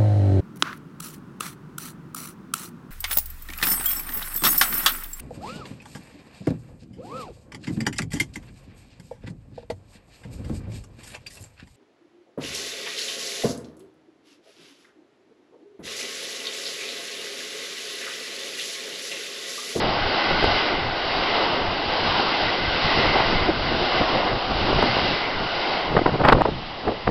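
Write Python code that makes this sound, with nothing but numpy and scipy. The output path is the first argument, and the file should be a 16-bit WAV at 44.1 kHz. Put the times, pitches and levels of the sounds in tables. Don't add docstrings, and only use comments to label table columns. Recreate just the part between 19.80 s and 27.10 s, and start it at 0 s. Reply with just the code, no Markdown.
import sys
import numpy as np
from scipy import signal
from scipy.fft import rfft, irfft, next_fast_len
from scipy.io import wavfile
from scipy.ndimage import uniform_filter1d, map_coordinates

SR = 44100
rng = np.random.default_rng(int(sys.argv[2]) if len(sys.argv) > 2 else 0)


def makeup_ratio(level_db):
    decades = np.asarray(level_db, float) / 20
    return 10 ** decades


def bounce(signal):
    frames = np.transpose(np.atleast_2d(signal))
    limited = np.clip(frames, -1, 1)
    pcm = np.round(limited * 32767).astype(np.int16)
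    wavfile.write(sys.argv[1], SR, pcm)


N = 321930


def unit(x):
    return x / np.sqrt(np.mean(x ** 2) + 1e-20)


def along(points, hz):
    point_hz, value = np.transpose(points)
    return np.interp(np.log(hz + 1), np.log(point_hz + 1), value)


def wobble(rate):
    return map_coordinates(rng.standard_normal(N // 100), [np.arange(N) * rate / SR])


def filtered(x, response):
    size = next_fast_len(len(x) + 8192)
    hz = np.fft.rfftfreq(size, 1 / SR)
    return irfft(rfft(x, size) * response(hz), size)[:len(x)]


def resonances(modes, hz):
    power = 0
    for centre, width, db in modes:
        damping = (hz * width) ** 2
        power = power + makeup_ratio(2 * db) * damping / ((centre * centre - hz * hz) ** 2 + damping)
    return np.sqrt(power)


def rush(response, patchy_db):
    z = signal.stft(rng.standard_normal(N), nperseg=512)[2]
    patches = uniform_filter1d(rng.standard_normal(z.shape), size=4, axis=0)
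    patches = uniform_filter1d(patches, size=12, axis=1)
    noise = signal.istft(z * makeup_ratio(patchy_db * unit(patches)), nperseg=512)[1][:N]
    return unit(filtered(noise, response))


# pitch_hz, level_db [dB per Hz]
BUFFET = [(5, -10.5), (16, 2.5), (60, -4.5), (130, -4.5), (300, -11), (700, -33.5), (2000, -67.5)]
# centre_s, level_db, half_length_ms
GUSTS = [(.05, -28, 43), (.22, -33.5, 60), (.51, -27.5, 37), (.65, -25.5, 74), (1.05, -31, 64),
         (1.23, -36, 30), (1.39, -35, 53), (1.82, -33.5, 70), (2.13, -33, 75), (2.3, -29.5, 57),
         (2.66, -34.5, 51), (2.88, -30, 64), (3.05, -27, 18), (3.3, -27.5, 120), (3.6, -31, 230),
         (3.94, -29, 83), (4.17, -31, 50), (4.35, -30.5, 64), (4.55, -32.5, 40), (4.75, -32.5, 70),
         (4.95, -23.5, 84), (5.15, -28.5, 140), (5.61, -32, 41), (5.75, -39, 30), (6.17, -27.5, 74),
         (6.42, -26.5, 100), (6.61, -27.5, 134), (7.08, -35, 37), (7.29, -23.5, 30)]


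def slipstream():
    t = np.arange(N) / SR
    power = makeup_ratio(2 * -42)
    for centre_s, db, half_ms in GUSTS:
        power = power + makeup_ratio(2 * db) * np.exp(-(1000 * (t - centre_s) / half_ms) ** 2)
    lumps = makeup_ratio(2.7 * wobble(25))
    rumble = rush(lambda hz: makeup_ratio(along(BUFFET, hz)), patchy_db=2.0)
    return np.sqrt(power) * unit(lumps * rumble)


def eddy(t, level_db, length_ms, centre_hz):
    f = np.fft.rfftfreq(len(t), 1 / SR)
    white = rfft(rng.standard_normal((3, len(t))))
    break_up_hz, break_up_db = 90, 3
    lumps = unit(irfft(white[2] / (1 + (f / break_up_hz) ** 4)))
    shape = np.exp(-(t / (length_ms * 0.00053)) ** 2)
    shape = shape * makeup_ratio(break_up_db * np.tanh(length_ms / 25) * lumps)
    swirl = unit(irfft(white[0] * (f / centre_hz) ** 0.81 / (1 + (f / (1.416 * centre_hz)) ** 4.2)))
    swirl = swirl / (np.abs(signal.hilbert(swirl)) + 0.13) ** 0.51
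    burst = shape * (swirl - 0.13 * (swirl ** 2 - np.mean(swirl ** 2)))
    push = shape ** .25 * irfft(white[1] * f / (1 + (f / 160) ** 3))
    size = np.sqrt(np.sum(shape ** 2))
    return makeup_ratio(level_db) * size * (burst / np.linalg.norm(burst) + 0.23 * push / np.linalg.norm(push))


# centre_s, peak_db
POPS = [(.642, -5), (.6445, -3.1), (5.028, -3.55), (6.169, -4.5), (6.6197, -1.5), (6.4525, -1.5),
        (6.46, -2), (6.484, -2), (6.486, -2), (6.491, -3), (6.494, -2), (6.5225, -2), (6.525, -1.5),
        (6.529, -2), (6.5315, -1.5), (4.93, -7), (6.176, -8), (6.194, -8), (6.262, -6), (7.291, -7),
        (4.216, -8), (4.36, -11), (3.361, -11), (.044, -11), (5.169, -9), (7.076, -12), (7.088, -10)]


def add_pops(pressure, t):
    for centre_s, db in POPS:
        width_ms = .34 - .025 * db
        u = (1000 * t / width_ms) ** 2
        spot = pressure[round(centre_s * SR):][:len(t)]
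        spot *= 1 - np.exp(-u / 3)
        spot -= makeup_ratio(db) * (1 - 1.2 * u) * np.exp(-u)


# centre_s, level_db, length_ms, pitch_hz
EDDIES = [(0.044, -22, 5, 440), (0.512, -21.5, 9, 590), (0.628, -18.5, 7.2, 630), (0.643, -26, 4.4, 560),
          (1.051, -24.5, 7.3, 310), (2.399, -18.5, 6.4, 760), (3.051, -24, 16, 100), (3.2, -24, 56, 400),
          (3.259, -18.5, 12, 650), (3.361, -17.5, 20, 547), (3.404, -17.5, 14, 700),
          (3.531, -19.5, 13, 300), (3.695, -18, 26, 380), (3.93, -27.5, 40, 250), (4.216, -15.5, 20, 380),
          (4.354, -21.5, 22, 530), (4.514, -25.5, 7, 494), (4.714, -23, 31, 590), (4.81, -28, 49, 400),
          (4.901, -21.5, 21, 450), (4.931, -16, 7, 617), (4.992, -17, 7.3, 666), (5.028, -17, 12, 756),
          (5.041, -17, 7.2, 330), (5.061, -23, 8.1, 413), (5.169, -20, 6, 580), (5.19, -24, 20, 600)]
# centre_s, level_db, length_ms, pitch_hz
WAKE = [(6.135, -29.5, 76, 350), (6.154, -15, 9.2, 335), (6.169, -2, 4.4, 600), (6.177, -10, 4.4, 800),
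        (6.192, -14.5, 8.5, 750), (6.218, -16, 11, 400), (6.263, -6.5, 6, 650), (6.278, -18, 14, 543),
        (6.294, -20.5, 13, 560), (6.335, -23, 32, 109), (6.352, -21.5, 25, 480), (6.41, -20, 29, 520),
        (6.441, -15.5, 12, 700), (6.453, -8, 8.7, 950), (6.485, -16.5, 60, 900), (6.487, -4, 6, 1490),
        (6.496, -10.5, 13, 1150), (6.525, -5, 5, 900), (6.529, -1, 7.6, 950), (6.545, -17.5, 34, 28),
        (6.55, -18, 22, 450), (6.585, -21.5, 50, 380), (6.611, -15, 9, 520), (6.619, -6.5, 3, 573),
        (6.658, -12, 9.5, 560), (6.683, -21, 30, 400), (7.079, -17, 9, 656), (7.095, -26, 91, 420),
        (7.277, -15, 8.9, 690), (7.294, -18.5, 10, 380)]


def eddies():
    half = 4096
    pressure = np.zeros(N + 4 * half)
    t = (np.arange(2 * half) - half) / SR
    for centre_s, db, ms, hz in list(EDDIES) + list(WAKE):
        pressure[round(centre_s * SR):][:len(t)] += eddy(t, db, ms, hz)
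    pressure = .65 * np.tanh(pressure / .65)
    add_pops(pressure, t)
    return pressure[half:][:N]


# level_s, rail_db, ring_db, whine_db, air_db
BOGIES = [(-.11, -26.5, -40, -40, -31), (.35, -27, -35.5, -39, -30.5), (.7, -27, -30, -31, -26.5),
          (1.37, -28.5, -33.5, -35, -31.5), (1.58, -25.5, -37, -44, -29.5), (2.25, -25.5, -41.5, -48, -29),
          (2.54, -30, -32.5, -33, -28), (3.09, -26, -30, -34, -27), (3.4, -27, -31.5, -32.5, -27),
          (4.0, -27, -39.5, -37, -31), (4.24, -25, -34.5, -38, -29.5), (4.9, -26.5, -44, -48, -31),
          (5.19, -28.5, -32, -35, -27), (5.84, -29, -35.5, -35.5, -30.5)]


def passing(column, lag_s, approach_s, retreat_s, far_db):
    rows, t = np.array(BOGIES), np.arange(0, N + 64, 64) / SR
    shadow = 3.35
    since = t - rows[:, :1] - lag_s
    away = since / np.where(since < 0, approach_s, retreat_s)
    falloff = (1 + np.abs(away) ** np.where(since < 0, 2, shadow)) ** 1.5
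    power = makeup_ratio(2 * rows[:, column:column + 1]) / falloff
    far = makeup_ratio(2 * (far_db - 3 * np.maximum(since[-1], 0)))
    total = power.sum(axis=0) + far
    motion = (power * away / np.hypot(1, away)).sum(axis=0) / total
    return [np.interp(np.arange(N) / SR, t, curve) for curve in (10 * np.log10(total), motion)]


def wheel_whine():
    level_db, motion = passing(3, lag_s=-0.2, approach_s=0.2, retreat_s=0.34, far_db=-46)
    whine_hz, slide = 1486.5, .025
    phase = 2 * np.pi * np.cumsum(whine_hz * (1 - slide * motion)) / SR
    slow = [filtered(rng.standard_normal(N), lambda f: 1 / (1 + (f / 120) ** 3)) for _ in range(2)]
    whine = unit(slow[0] * np.cos(phase) + slow[1] * np.sin(phase))
    fading = np.clip((6.6 - np.arange(N) / SR) / 0.66, 0, 1)
    return makeup_ratio(level_db - 2.3 + 1.0 * wobble(9.9)) * fading * whine


# pitch_hz, level_db [dB per Hz]
AIR = [(500, -37.5), (1500, -4.5), (2500, -4), (3400, -3), (4400, -3), (6000, -4.5)]
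# pitch_hz, width_hz, level_db
SKIRT = [(2882, 570, 1), (3880, 380, -4), (4860, 500, -6)]


def air_hiss(flutter_db):
    level_db = passing(4, lag_s=0.02, approach_s=0.25, retreat_s=.19, far_db=-35.5)[0]

    def colour(hz):
        return np.hypot(makeup_ratio(along(AIR, hz)), makeup_ratio(2.0) * resonances(SKIRT, hz) ** 1.31)

    hiss = rush(colour, patchy_db=0.5)
    near_hz, near_brighter = 3600, .12
    top = filtered(hiss, lambda hz: 1 / (1 + (near_hz / (hz + 1)) ** 6))
    hiss = hiss + top * (makeup_ratio(near_brighter * (level_db - np.median(level_db))) - 1)
    return makeup_ratio(level_db + 4.0 + 0.62 * flutter_db) * hiss


# pitch_hz, width_hz, level_db
WHEEL = [(2046, 240, -2.5), (1200, 170, -10)]


def wheel_ring(flutter_db):
    level_db = passing(2, lag_s=0.07, approach_s=0.23, retreat_s=0.23, far_db=-43)[0]
    ring = rush(lambda hz: resonances(WHEEL, hz) ** 1.42, patchy_db=2.1)
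    return makeup_ratio(level_db - 0.34 + flutter_db) * ring


# pitch_hz, level_db [dB per Hz]
ROAR = [(60, -42), (150, -12.5), (300, -3.5), (600, -4), (1200, -7.5), (2000, -17), (4000, -48.5)]
# pitch_hz, width_hz, level_db
RAIL = [(355, 41, -3), (745, 330, -0.5), (1050, 300, -6)]


def rail_roar(flutter_db):
    level_db = passing(1, lag_s=0.02, approach_s=0.1764, retreat_s=0.3173, far_db=-33.5)[0]

    def colour(hz):
        return np.hypot(makeup_ratio(along(ROAR, hz)), makeup_ratio(-1.0) * resonances(RAIL, hz) ** 2)

    return makeup_ratio(level_db + 0.5 + flutter_db) * rush(colour, patchy_db=1.0)


def train():
    flutter_db = 0.41 * wobble(20)
    return rail_roar(flutter_db) + wheel_ring(flutter_db) + air_hiss(flutter_db)


def scene():
    return (slipstream() + eddies() + wheel_whine() + train())[None]


def roll_off(x):
    return signal.sosfilt(signal.butter(12, 15760, fs=SR, output="sos"), x)


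# pitch_hz, level_db
BAND = [(4800, 0.5), (5200, -2), (5600, -11.5), (5900, -18), (6100, -23.5), (6250, -67), (6400, -120)]


def record(dry):
    ceiling = .7
    narrow = filtered(dry[0], lambda hz: makeup_ratio(along(BAND, hz))) - .0028
    return roll_off(np.clip(narrow, -ceiling, ceiling)[None])


dry = scene()
out = record(dry)
bounce(out)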